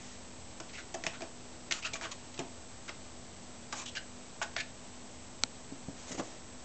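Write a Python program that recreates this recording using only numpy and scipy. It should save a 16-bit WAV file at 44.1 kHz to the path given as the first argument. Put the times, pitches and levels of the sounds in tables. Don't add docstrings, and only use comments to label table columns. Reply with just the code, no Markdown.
import sys
import numpy as np
from scipy import signal
from scipy.fft import rfft, irfft, next_fast_len
from scipy.io import wavfile

SR = 44100
rng = np.random.default_rng(int(sys.argv[2]) if len(sys.argv) > 2 else 0)


def generate_wav(sig):
    pcm = np.round(np.clip(np.atleast_2d(sig).T, -1, 1) * 32767).astype(np.int16)
    wavfile.write(sys.argv[1], SR, pcm)


def to_linear_factor(level_db):
    exponent = np.asarray(level_db, float) / 20
    return 10 ** exponent


N = 292868


def unit(x):
    return x / np.sqrt(np.mean(x ** 2) + 1e-20)


def along(points, hz):
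    f, value = np.transpose(points)
    return np.interp(np.log(hz + 1), np.log(f + 1), value)


def filtered(x, response):
    m = next_fast_len(len(x) + 4096)
    spectrum = rfft(x, m) * response(np.fft.rfftfreq(m, 1 / SR))
    return irfft(spectrum, m)[:len(x)]


def mode(hz, width):
    return lambda f: 1j * f * width / (hz * hz - f * f + 1j * f * width)


def add(track, start_s, sound):
    part = track[max(round(start_s * SR), 0):][:len(sound)]
    part += sound[:len(part)]


# [start t/s, length t/s, level/dB rms, wall tone f/Hz]
FUR_BRUSHES = [(0, .2, -56.5, 1866), (0.941, 0.013, -40.5, 1735), (1.04, 0.051, -50.5, 710),
               (1.718, .093, -46.5, 1246), (1.933, .013, -37.5, 2420), (1.94, 0.039, -46.5, 867),
               (2.112, .022, -44, 1086), (3.75, .052, -45, 748), (3.779, .065, -45, 1025),
               (5.964, 0.14, -55, 854), (6.079, .046, -48, 616), (6.112, 0.027, -42, 603),
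               (6.142, 0.026, -49, 596), (6.175, .032, -45, 557), (6.189, 0.027, -46, 528),
               (6.211, 0.17, -55, 592)]
# [start t/s, length t/s, level/dB rms, low tone f/Hz, high tone f/Hz]
CLAW_CATCHES = [(0.691, 0.022, -49.5, 1840, 2520), (1.133, 0.042, -45.5, 1300, 2210),
                (1.823, 0.024, -42, 2350, 3000), (1.842, 0.039, -36, 1273, 2500),
                (1.846, .03, -35.5, 2616, 3020), (2.03, .025, -40.5, 1540, 2470),
                (2.049, .03, -38.5, 1150, 1484), (2.387, 0.034, -41.5, 557, 1230),
                (2.884, .02, -42, 885, 1990), (3.958, .031, -36, 1615, 3010),
                (4.561, 0.029, -37, 1794, 2300), (4.581, 0.038, -34.5, 1695, 2300),
                (4.602, 0.015, -33.5, 1660, 2665)]
# [start t/s, length t/s, level/dB rms, wall tone f/Hz]
PAD_DRAGS = [(0.731, .05, -46.5, 2110), (0.771, 0.048, -45, 1420), (1.072, 0.095, -52, 900),
             (1.21, .036, -47, 700), (1.859, 0.027, -40, 1350), (2.016, 0.032, -39.5, 900),
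             (2.039, .027, -45, 2810), (2.879, .0062, -42, 1370), (3.723, .025, -40, 840),
             (3.856, .018, -43, 2950), (3.874, .028, -44, 2950), (4.417, .025, -32.5, 830),
             (4.438, 0.026, -47.5, 750)]


def scrapes():
    track, t = np.zeros(N), np.arange(SR // 4) / SR
    strokes = [(*claw, -10.5) for claw in CLAW_CATCHES]
    strokes += [(*drag, drag[-1] + 823, -3.5) for drag in PAD_DRAGS]
    strokes += [(*brush, brush[-1] + 1500, 3.5) for brush in FUR_BRUSHES]
    for start_s, length_s, db, low_hz, high_hz, hiss_db in strokes:
        grip = np.repeat(rng.standard_normal(len(t) // 40 + 1), 40)[:len(t)]
        progress = np.clip(t / max(length_s, .01), 0, 1)
        swell = np.sqrt(np.abs(np.sin(np.pi * progress ** .6))) * (progress < 1)
        stroke = swell * unit(to_linear_factor(2.2 * grip))
        ring, rasp, fur = stroke * rng.standard_normal((3, len(t)))

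        blur = np.clip(.1 - .012 * (db + 37.5), .06, .35)
        low, high = mode(low_hz, blur * low_hz), mode(high_hz, 1.25 * blur * high_hz)
        box, wide, hiss = mode(670, 110), mode(1.55 * high_hz, 2400), mode(6800, 3500)
        tones = filtered(ring, lambda f: (0.96 * low(f) - 0.58 * high(f)) / np.sqrt(blur) + 0.63 * box(f))
        air = 0.74 * filtered(rasp, lambda f: wide(f) ** 2)
        air += to_linear_factor(hiss_db + 0.5) * filtered(fur, lambda f: hiss(f) ** 2)
        add(track, start_s, to_linear_factor(db + 4.5) * (tones + air))
    return track


# [f/Hz, level/dB per Hz]
RUMBLE_COLOUR = [(15, -3), (50, -5), (85, 0.5), (160, -7.5), (330, -8), (450, -7.5), (700, -9),
                 (1000, -12.5), (1500, -19.5), (3000, -22), (7800, -26.5)]
# [f/Hz, wander f/Hz, level/dB rms]
HUM_TONES = [(119.4, 3, -67.5), (197.3, 3, -64.5), (246.2, 3, -58.5), (325, 6, -67.5), (638.6, 5, -71)]


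def house():
    sound = to_linear_factor(-53) * unit(filtered(rng.standard_normal(N), lambda f: to_linear_factor(along(RUMBLE_COLOUR, f))))
    for hz, wander_hz, db in HUM_TONES:
        drift, swell = (unit(filtered(noise, lambda f: 1 / (1 + (f / 6) ** 2)))
                        for noise in rng.standard_normal((2, N)))
        phase = 2 * np.pi * np.cumsum(hz + wander_hz * drift) / SR
        sound = sound + to_linear_factor(db + 1.5 + 2 * swell) * np.sin(phase)
    return sound


def whine():
    t = np.arange(N) / SR
    flip = np.sign(np.sin(2 * np.pi * 14.67 * t))
    return to_linear_factor(-53) * np.sin(2 * np.pi * 7692.35 * t) * flip


# [t/s, peak level/dB, wall tone f/Hz, bright crack level/dB, 60 dB fade t/s]
CLAW_TAPS = [(0.6006, -34.5, 1350, -1, 0.041), (0.9408, -37, 2690, -1.5, .048),
             (1.037, -28, 2050, -10, 0.033), (1.0652, -22, 2560, -20.5, 0.044),
             (1.2055, -39.5, 1890, -6, .04), (1.219, -35, 2300, -6, 0.038), (1.7094, -25, 1950, -7, 0.079),
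             (1.722, -19, 3020, -13, .038), (1.934, -32, 3260, -16, 0.022),
             (1.9547, -33.5, 1380, -20, .056), (2.0112, -28.5, 1930, -7, .016),
             (2.1158, -32, 3660, -13, .044), (2.342, -40.5, 3530, -2.5, .04), (2.376, -37, 2930, -13, .035),
             (2.391, -30, 2790, -4, .047), (2.8916, -29.5, 2045, -30, 0.034),
             (3.7250, -27.5, 1500, -6, 0.074), (3.8602, -38.5, 3200, -10, 0.072),
             (3.951, -35, 2560, -15, .095), (4.4148, -27, 1270, -14.5, .053),
             (4.564, -23, 1890, -18, 0.034), (6.0713, -42.5, 1150, 0.5, 0.026),
             (6.1949, -29.5, 1205, -38, 0.044)]


def taps():
    track, t = np.zeros(N), np.arange(SR // 8) / SR
    for start_s, db, hz, crack_db, t60 in CLAW_TAPS:
        overtone_db = -9 + 5 * np.log2(hz / 2000)
        rattle, crack = rng.standard_normal((2, len(t)))
        rattle[8] = crack[8] = np.clip(.6 * (db + 39), 1, 12)

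        tone, overtone = mode(hz, 0.87 * hz), mode(min(1.9 * hz, 7000), 1.7 * hz)
        wall = unit(filtered(rattle, lambda f: tone(f) ** 2 + to_linear_factor(overtone_db) * overtone(f) ** 2))
        tip = unit(filtered(crack, lambda f: mode(6300, 4500)(f) ** 2))

        blow = 0.63 * to_linear_factor(-60 * t / max(.45 * t60, .003))
        buzz = .4 * to_linear_factor(-60 * t / max(1.3 * t60, .004))
        tip *= to_linear_factor(crack_db - 60 * t / max(0.74 * t60, .003))
        attack = 1 - np.exp(-t / 0.00032)
        add(track, start_s + .0007, to_linear_factor(db - 3.0) * (wall * (blow + buzz) + tip) * attack)
    return track


# [t/s, peak level/dB, panel tone f/Hz, hollow ring level/dB, 60 dB fade t/s]
PAW_KNOCKS = [(.602, -39, 330, -6, 0.077), (.943, -34, 358, 2.3, 0.11), (1.04, -40, 304, -2, 0.1),
              (1.067, -32.5, 333, 2.2, 0.045), (1.208, -41, 330, -4.5, 0.077),
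              (1.222, -35.5, 330, -2.5, .11), (1.710, -42.5, 336, -0.5, 0.11),
              (1.936, -44.5, 244.5, 5.5, 0.15), (2.02, -46, 328, 4.5, .13), (2.05, -46.5, 322, 1, .12),
              (2.39, -29.5, 361, -5, .08), (2.4, -35.5, 257.6, -1, 0.16), (2.891, -41.5, 331, -1, .055),
              (3.727, -44, 249.5, 2.5, 0.08), (4.416, -41, 344, 11, 0.042), (4.565, -47.5, 297, 10, 0.094)]
# [t/s, peak level/dB, tone f/Hz, 60 dB fade t/s]
RUG_STEPS = [
    (1.068, -36, 153.5, .08),
    (2.394, -35, 140.3, 0.15),
    (2.882, -42, 202, .05),
    (5.437, -31, 232, 0.069),
    (5.722, -30, 270, .055),
    (5.884, -24, 204.6, .04),
    (5.892, -31, 275, .038),
]
# [t/s, peak level/dB, panel tone f/Hz, 60 dB fade t/s]
FLANK_BUMPS = [
    (6.108, -35.5, 251.5, 0.073),
    (6.122, -36.5, 134, 0.046),
    (6.146, -28.5, 325, .028),
    (6.179, -29.5, 282, 0.069),
    (6.195, -20, 312, .046),
    (6.213, -37.5, 260, .05),
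]


def thumps():
    track, t = np.zeros(N), np.arange(SR // 4) / SR
    pushes = [(*knock, -5.5 - .5 * (knock[1] + 40)) for knock in PAW_KNOCKS]
    pushes += [(s, db, hz, -18.5, t60, -23.5) for s, db, hz, t60 in RUG_STEPS]
    pushes += [(s, db, hz, -11.5, t60, -9.5) for s, db, hz, t60 in FLANK_BUMPS]
    for start_s, db, hz, hollow_db, t60, puff_db in pushes:
        beat = rng.uniform(.9, 1.1, 2)
        panel = np.sin(2 * np.pi * hz * t) + 0.32 * np.sin(2 * np.pi * .72 * hz * beat[0] * t)
        slower = np.maximum(to_linear_factor(-26 * t / max(t60, .01)), 1e-3)
        hollow = np.sin(2 * np.pi * 668 * t) / slower + .5 * np.sin(2 * np.pi * 780 * beat[1] * t)
        puff = unit(filtered(rng.standard_normal(len(t)), lambda f: mode(1.7 * hz, 1.9 * hz)(f) ** 2))
        fade = to_linear_factor(-60 * t / max(t60, .01)) * (1 - np.exp(-t / 0.0012))
        ring = (panel + to_linear_factor(hollow_db) * hollow) * fade
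        add(track, start_s, to_linear_factor(db - 2.5) * (ring + to_linear_factor(puff_db) * puff * np.sqrt(fade)))
    return track


# [f/Hz, 60 dB fade t/s]
ROOM_FADES = [(150, 0.33), (1000, 0.27), (3000, 0.22), (8000, 0.12)]


def reverb(x):
    hz, t, z = signal.stft(rng.standard_normal(SR // 2), SR, nperseg=256)
    fade = to_linear_factor(-60 * t / along(ROOM_FADES, hz)[:, None])
    tail = signal.istft(z * fade, SR, nperseg=256)[1]
    late = np.pad(x, (300, 0))
    return signal.fftconvolve(late, tail / np.linalg.norm(tail))[:N]


# [t/s, peak level/dB]
BUTTON_TICKS = [
    (5.436, -10),
]
# [f/Hz, level/dB, 60 dB fade t/s]
CASE_TONES = [(494, -27, 0.022), (830, -23, 0.022), (1370, -18.5, 0.014), (2300, -13, 0.0085),
              (3200, -15, 0.0071), (4100, -5, 0.0067), (5920, 3.5, 0.0017), (7760, -10.5, 0.0086)]


def button():
    track, t = np.zeros(N), np.arange(SR // 20) / SR
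    ring = np.zeros(len(t))
    for k, (hz, db, t60) in enumerate(CASE_TONES):
        ring += (-1) ** k * to_linear_factor(db - 60 * t / t60) * np.sin(2 * np.pi * hz * t)
    for start_s, db in BUTTON_TICKS:
        add(track, start_s, to_linear_factor(db + 4) * ring * (1 - np.exp(-t / 0.00019)))
    return track


def scene():
    box = scrapes() + taps() + thumps()
    return (box + to_linear_factor(-11) * reverb(box) + house() + button())[None]


def coarse_steps(sound):
    step = 1 / 128 / np.sqrt(2)
    slow = signal.resample_poly(sound, 160, 441)
    return step * np.floor(slow / step + .06)


# [f/Hz, level/dB]
SOFT_FILTER = [(7000, 0), (7500, -1), (7700, -2), (8000, -6), (8300, -11), (8600, -21), (8900, -36),
               (9150, -50), (9300, -70)]


def back_to_full_rate(slow):
    slow = np.pad(slow, (0, -len(slow) % 160 + 1600), "edge")
    m = len(slow) // 160 * 441
    bins = np.arange(m // 2 + 1)
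    mirrored = np.fft.fft(slow)[bins % len(slow)]
    mirrored = mirrored * to_linear_factor(along(SOFT_FILTER, bins * SR / m))
    return irfft(mirrored, m)[None, :N] * m / len(slow)


def roll_off(x):
    return signal.sosfilt(signal.butter(12, 9150, fs=SR, output="sos"), x)


def record(dry):
    slow = coarse_steps(dry[0] + whine())
    mix = back_to_full_rate(slow)
    return roll_off(mix)


dry = scene()
out = record(dry)
generate_wav(out)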